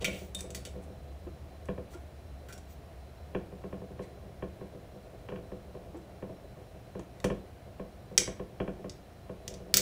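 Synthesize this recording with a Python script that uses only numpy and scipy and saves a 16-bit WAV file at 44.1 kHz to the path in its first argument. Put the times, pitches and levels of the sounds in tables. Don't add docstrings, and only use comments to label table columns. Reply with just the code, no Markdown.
import sys
import numpy as np
from scipy import signal
from scipy.fft import rfft, irfft
from scipy.io import wavfile
from scipy.ndimage import uniform_filter1d

SR = 44100
rng = np.random.default_rng(int(sys.argv[2]) if len(sys.argv) > 2 else 0)


def waveform_to_disk(signal):
    frames = np.transpose(np.atleast_2d(signal))
    scaled = np.clip(frames, -1, 1) * 32767
    samples = np.round(scaled).astype(np.int16)
    wavfile.write(sys.argv[1], SR, samples)


N = 432610
TAPS = 8192
HZ = np.fft.rfftfreq(TAPS, 1 / SR)


def amp(db):
    return 10 ** (np.asarray(db) / 20)


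def unit(x):
    return x / np.sqrt(np.mean(x ** 2) + 1e-20)


def blow(x, size=256):
    return x * np.sqrt(size / (np.sum(x ** 2) + 1e-20))


def read(points, hz):
    f, value = np.transpose(points)
    return np.interp(np.log(hz + 1), np.log(f + 1), value)


def add(mix, s, sound):
    part = mix[max(round(s * SR), 0):][:len(sound)]
    part += sound[:len(part)]


def colour(x, db):
    log_gain = np.log(amp(np.r_[db, db[-2:0:-1]]))
    response = np.fft.ifft(np.exp(np.conj(signal.hilbert(log_gain)))).real
    return signal.fftconvolve(x, response)


def soften(corner_hz, order=3):
    return -10 * np.log10(1 + (HZ / corner_hz) ** order)


def peak(hz, width, db):
    return 10 * np.log10(1 + (amp(db) ** 2 - 1) / (1 + (2 * (HZ - hz) / width) ** 2))


def tail(t60, size=22000):
    hz, t, bands = signal.stft(rng.standard_normal(size), SR, nperseg=256)
    decay = amp(-60 * t / read(t60, hz)[:, None])
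    out = signal.istft(bands * decay, SR, nperseg=256)[1][:size]
    return out / np.linalg.norm(out)


# pitch_hz [Hz], density_db [dB per Hz]
AIR_SPECTRUM = [(25, -14), (55, 4), (120, 1.5), (220, -8.5), (500, -10.5), (690, -7), (850, -16.5),
                (1200, -20.5), (2500, -25.5), (5000, -32.5), (8000, -37), (10500, -36.5), (13000, -39.5),
                (15300, -37)]
AIR_DB = -51
# pitch_hz [Hz], level_db [dB]
WHINE_LINES = [(4037, -78), (5480, -84.5), (8942, -88.5), (9227, -94.5)]
HUM_DB, HUM_FADE_DB_PER_S = -47.5, 1.5
HUM_DROP_S, HUM_DROP_DB = 4.5, 3.5


def background(hum_hz=72, hum_width=16, flutter_db=-5, hollow_hz=680, hollow_width=70, hollow_db=-67,
               whine_width=20, whine_trim_db=-1.0):
    hz, t = np.fft.rfftfreq(N, 1 / SR), np.arange(N) / SR

    def noise(gain):
        return unit(irfft(rfft(rng.standard_normal(N)) * gain, N))

    def line(centre, width):
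        return noise(1 / (1 + ((hz - centre) / width) ** 2))

    phase_wander = 1.5 * line(0, 3)
    tone = unit(np.sin(2 * np.pi * hum_hz * t + phase_wander))
    tone += amp(flutter_db) * line(hum_hz, hum_width)
    drop = HUM_DROP_DB * np.clip((t - HUM_DROP_S) / .2, 0, 1)
    hum = amp(HUM_DB - HUM_FADE_DB_PER_S * t - drop) * tone
    hollow_note = amp(hollow_db) * line(hollow_hz, hollow_width)
    whines = sum(amp(db + whine_trim_db) * line(f, whine_width) for f, db in WHINE_LINES)
    air = amp(AIR_DB) * noise(amp(read(AIR_SPECTRUM, hz)))
    return air + hum + hollow_note + whines


# pitch_hz [Hz], t60_s [s]
ROOM_DECAY = [(500, 0.33), (2500, 0.38), (6000, 0.26), (10000, 0.29), (15000, 0.19)]


def room(x, wet_db=-6, early_db=-9, early_t60=.06):
    echoes = amp(wet_db) * tail(ROOM_DECAY) + amp(early_db) * tail([(1000, early_t60)])
    echoes *= 1 - np.exp(-np.arange(len(echoes)) / SR / 0.00097)
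    return x + signal.fftconvolve(x, echoes)[:N]


# pitch_hz [Hz], relative level_db [dB], t60_s [s]
TABLE_LOW_MODES = [(51, -7.5, .25), (107.3, -3.5, 0.14), (154.6, -7, 0.15), (180.1, -5.5, 0.3),
                   (200.5, -5, 0.29), (279.4, -13, .14), (322.1, -8, 0.19), (364.1, -4.5, 0.23),
                   (404.9, -8, 0.37), (473, -13, .14), (498.3, -4, 0.11), (531, -1.5, 0.058),
                   (580, -22, .1), (628, -12, 0.16), (687, -17.5, .11), (723, -11, .11), (880, -19, 0.2),
                   (905, -19.5, .1), (1075, -20.5, 0.21), (1145, -25.5, 0.15)]
# pitch_hz [Hz], relative level_db [dB]
TABLE_SPECTRUM = [(100, -16), (400, 3), (700, -1), (850, -14.5), (1120, -3), (1220, -10), (1550, -3.5),
                  (2080, -18), (2270, -8.5), (3050, -9.5), (3350, -3), (3520, -23), (8000, -34.5)]
# pitch_hz [Hz], t60_s [s]
TABLE_DECAY = [(100, 0.75), (400, 0.45), (1000, 0.13), (3000, 0.075)]


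def table(travel=.002, front_db=-4):
    dense = tail(TABLE_DECAY)
    dense[0] += amp(front_db)
    t = np.arange(len(dense)) / SR
    ring = np.zeros(len(t))
    for k, (hz, db, t60) in enumerate(TABLE_LOW_MODES):
        age = np.maximum(t - travel * np.sqrt(400 / hz), 0)
        sign = (-1) ** (k // 2)
        decay = np.exp(-np.log(1000) * age / t60)
        ring += sign * amp(db) * decay * np.sin(2 * np.pi * hz * age)
    upper = colour(dense, read(TABLE_SPECTRUM, HZ))[:len(t)]
    return blow(ring) + .5 * blow(upper)


# time_s [s], level_db [dB]
MURMUR_LEVEL = [(0.0, -38), (0.22, -46), (2.29, -62), (3.22, -53.5), (3.87, -51), (4.23, -52),
                (6.58, -49.5), (6.99, -55.5), (7.75, -54), (8.73, -53.5), (9.01, -61), (9.8, -44)]


def handling(board, per_s=70, corner_hz=750, hollow_hz=680, hollow_width=110, hollow_db=9, trim_db=-4.0):
    nudges = rng.standard_normal(N) * (rng.random(N) < per_s / SR)
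    softness = soften(corner_hz, order=4) + peak(hollow_hz, hollow_width, hollow_db)
    murmur = signal.fftconvolve(nudges, colour(board, softness))[:N]
    level_db = trim_db + np.interp(np.arange(N) / SR, *np.transpose(MURMUR_LEVEL))
    return amp(level_db) * unit(murmur)


# start_s [s], length_s [s], level_db before a common trim [dB],
# pitch_hz in mid-glide [Hz]
CAN_PRESSES = [(.008, 0.055, -45, 504), (0.434, 0.041, -50, 523), (1.267, 0.028, -43.5, 360),
               (1.95, 0.025, -45, 365), (5.94, 0.063, -44, 340), (6.989, 0.026, -42, 347),
               (8.21, .05, -42.5, 385)]


def presses(glide=0.31, rustle_db=-7, trim_db=-1):
    out = np.zeros(N)
    for s, length, db, hz in CAN_PRESSES:
        u = np.linspace(0, 1, int(length * SR))
        pitch = hz * (1 + glide * (u - .5))
        note = unit(np.sin(2 * np.pi * np.cumsum(pitch) / SR))
        band = signal.butter(2, [hz / 2, hz * 2], "band", fs=SR, output="sos")
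        rustle = unit(signal.sosfilt(band, rng.standard_normal(len(u))))
        swell = np.sin(np.pi * u ** 0.48) ** 2
        add(out, s, amp(db + trim_db) * unit((note + amp(rustle_db) * rustle) * swell))
    return out


# start_s [s], level_db [dB]
TABLE_KNOCKS = [(.078, -34.5), (.758, -39), (.899, -43.5), (1.2665, -45), (1.6869, -27.5), (1.7788, -33.5),
                (3.349, -25), (3.5224, -38), (3.639, -33), (3.7275, -32.5), (3.8165, -37), (3.9038, -39.5),
                (3.9934, -32), (4.4245, -29.5), (4.611, -35.5), (4.7492, -40.5), (5.3216, -31.5),
                (5.5189, -34.5), (5.75, -37.5), (6.2251, -33), (6.2971, -37.5), (6.9523, -33.5),
                (7.243, -21), (7.3019, -25.5), (7.797, -33), (8.1119, -39), (8.2761, -30.5), (8.397, -31),
                (8.602, -25), (8.678, -29), (8.791, -39.5), (8.8438, -33), (9.2953, -34), (9.7567, -36.5)]
CONTACT_HZ, CONTACT_AT_DB, DB_PER_OCTAVE = 1080, -34.5, 7.5
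# start_s [s], level_db [dB]
BASE_CLACKS = [(5.2878, -35.5), (5.3598, -40), (6.996, -45)]
CLACK_HZ, CLACK_THIN_HZ = 5000, 500
# start_s [s], level_db [dB], chatter decay_s [s],
# ring_hz [Hz], ring_db [dB], gain edge_db near 15 kHz [dB]
LID_CLICKS = [(.0453, -24.5, 0.015, 2420, 17.5, 9), (.0516, -31.5, 0.011, 3070, 21, 6),
              (.348, -37.5, 0.0046, 8900, 19, 12), (.4075, -39, 0.0037, 8600, 8, 6),
              (0.505, -46, .007, 7500, 6, 2), (.548, -37, 0.015, 4400, 5, 6),
              (.652, -41, 0.014, 3030, 8, 1), (1.6566, -59.5, .004, 8350, 5, 2),
              (2.4868, -50, 0.012, 1520, 20, 15), (2.5263, -46.5, 0.0096, 1500, 7, 8),
              (2.579, -53.5, 0.0068, 6000, 2, 4), (6.995, -57, .002, 7160, 20, 0),
              (7.2022, -52, 0.0018, 2200, 11, -2), (7.2433, -38, .008, 6030, 4.5, 4),
              (8.1782, -14.5, 0.0034, 6000, 14.5, 4), (8.1805, -31.5, .003, 2050, 21.5, 0.5),
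              (8.2777, -44.5, .001, 1740, 34, -2), (8.896, -43.5, 0.004, 5230, 21, -8),
              (9.479, -37, 0.0034, 5500, 9.5, 4.5), (9.5404, -48, 0.0063, 5530, 12, 0),
              (9.7412, -16.5, 0.0034, 5100, 9.5, 12), (9.7706, -17.5, 0.0043, 6900, 16, 23)]
RECOIL_DB, RECOIL_SLOPE, RECOIL_HZ = -23, .55, 450


def knocks(board, trim_db=2, ripple_db=2):
    out = np.zeros(N)
    blows = []
    for s, db in TABLE_KNOCKS:
        corner_hz = CONTACT_HZ * 2 ** ((db - CONTACT_AT_DB) / DB_PER_OCTAVE)
        blows.append((s, db, soften(corner_hz)))
    for s, db in BASE_CLACKS:
        bass_loss = -10 * np.log10(1 + CLACK_THIN_HZ / (HZ + 1))
        blows.append((s, db, soften(CLACK_HZ) + bass_loss))
    for s, db, *_ in LID_CLICKS:
        blows.append((s, RECOIL_DB + RECOIL_SLOPE * db, soften(RECOIL_HZ)))
    for s, db, contact in blows:
        ripple_phase = np.sqrt(HZ) * rng.uniform(0.509, 1) + 2 * np.pi * rng.random()
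        ripple = ripple_db * np.sin(ripple_phase)
        add(out, s, amp(db + trim_db) * blow(colour(board, contact + ripple)))
    return out


# pitch_hz [Hz], gain_db [dB]
LID_SPECTRUM = [(100, -23), (700, -21), (1100, -11.5), (2000, -4.5), (3300, -3.5), (4700, -7), (6000, -1),
                (8000, -3.5), (8900, -7), (10500, -7.5), (12400, -20), (15200, -10.5), (15700, -28)]
# pitch_hz [Hz], width_hz [Hz], gain_db [dB]
LID_RESONANCES = [(1410, 52, 8.5), (2238, 82, 8.5), (2850, 130, 0), (3720, 170, 6), (4550, 150, 11),
                  (5200, 200, 1), (5830, 110, 8.5), (7900, 220, 8.5), (9490, 260, 8), (11350, 300, 6)]
HELD_SHARE, FREE_SHARE = 0.66, .7
HELD_DB, FREE_DB = -57, -15.5


def lid(hz, width, db, share, edge_db=0):
    modes = share * sum(peak(*mode) for mode in LID_RESONANCES)
    edge = edge_db * np.exp(-((HZ - 15000) / 2300) ** 2)
    return read(LID_SPECTRUM, HZ) + modes + peak(hz, width, db) + edge


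# start_s [s], length_s [s], level_db [dB], squeak_hz [Hz], squeak_db [dB]
LID_RUBS = [(0, 0.045, -50, 2870, 13), (0.039, 0.029, -51, 1456, 32), (0.038, 0.3, -63.5, 14900, 19),
            (0.048, 0.21, -57.5, 2700, 16), (0.378, 0.031, -53, 8000, 2), (.812, .05, -69, 9600, 12),
            (1.89, 0.074, -66.5, 14600, 15), (1.929, 0.029, -57, 1450, 22), (2.482, .045, -55.5, 1490, 28),
            (2.663, 0.098, -67, 14500, 24), (4.005, .062, -63.5, 2100, 17), (5.96, .025, -71, 7600, 12),
            (9.745, 0.064, -32.5, 4920, 13)]
SQUEAK_SPAN_HZ = 3200


def rubs(grain=0.97):
    out = np.zeros(N)
    for s, length, db, hz, squeak_db in LID_RUBS:
        n = int(length * SR)
        slips = rng.standard_normal(n) * rng.exponential(1, n) ** grain * np.hanning(n)
        tone = lid(hz, SQUEAK_SPAN_HZ / amp(squeak_db), squeak_db, HELD_SHARE)
        add(out, s, amp(db) * blow(colour(slips, tone), size=n))
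    return out


# start_s [s], length_s [s], level_db [dB], mean pitch_hz [Hz]
EVEN_SLIP = (2.5, .1, -70, 2790)


def squeak(odd_db=-7, waver=0.007):
    s, length, db, hz = EVEN_SLIP
    n, out = int(length * SR), np.zeros(N)
    drift = unit(uniform_filter1d(rng.standard_normal(n), size=300))
    phase = 2 * np.pi * np.cumsum(hz * (1 + waver * drift)) / SR
    tone = amp(odd_db) * np.sin(phase) + np.sin(2 * phase)
    add(out, s, amp(db) * unit(np.hanning(n) * tone))
    return out


TWANG_S, TWANG_DB, TWANG_HZ, TWANG_T60 = .348, -35.5, 3650, 0.084


def twang(rattle=0.58):
    t, out = np.arange(int(2 * TWANG_T60 * SR)) / SR, np.zeros(N)
    shake = 1 + rattle * unit(uniform_filter1d(rng.standard_normal(len(t)), size=100))
    ring = np.exp(-np.log(1000) * t / TWANG_T60) * np.sin(2 * np.pi * TWANG_HZ * t)
    add(out, TWANG_S, amp(TWANG_DB) * blow(shake * ring))
    return out


RING_Q = 4.7
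CHATTER_DB, CHATTER_AT_S = 2, .005


def clicks(grain=0.18):
    out = np.zeros(N)
    t = np.arange(3000) / SR
    for s, db, decay, hz, ring_db, edge_db in LID_CLICKS:
        grains = rng.standard_normal(len(t)) * rng.exponential(1, len(t)) ** grain
        chatter = blow(grains * np.exp(-t / decay), size=1)
        drive = amp(CHATTER_DB) * np.sqrt(decay / CHATTER_AT_S) * chatter
        drive[0] += 1
        share = np.interp(db, [HELD_DB, FREE_DB], [HELD_SHARE, FREE_SHARE])
        tone = lid(hz, hz / RING_Q, ring_db, share, edge_db)
        add(out, s, amp(db) * blow(colour(drive, tone)))
    return out


def scene():
    board = table()
    bright = room(clicks() + twang() + rubs() + squeak())
    dull = room(knocks(board) + presses() + handling(board), wet_db=-9.5, early_db=-14.5)
    return (bright + dull + background())[None]


EDGE_HZ = 15700


def record(dry):
    low_pass = signal.firwin(511, EDGE_HZ, window=("kaiser", 9), fs=SR)
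    return signal.oaconvolve(np.clip(dry, -1, 1), low_pass[None], "same")


dry = scene()
out = record(dry)
waveform_to_disk(out)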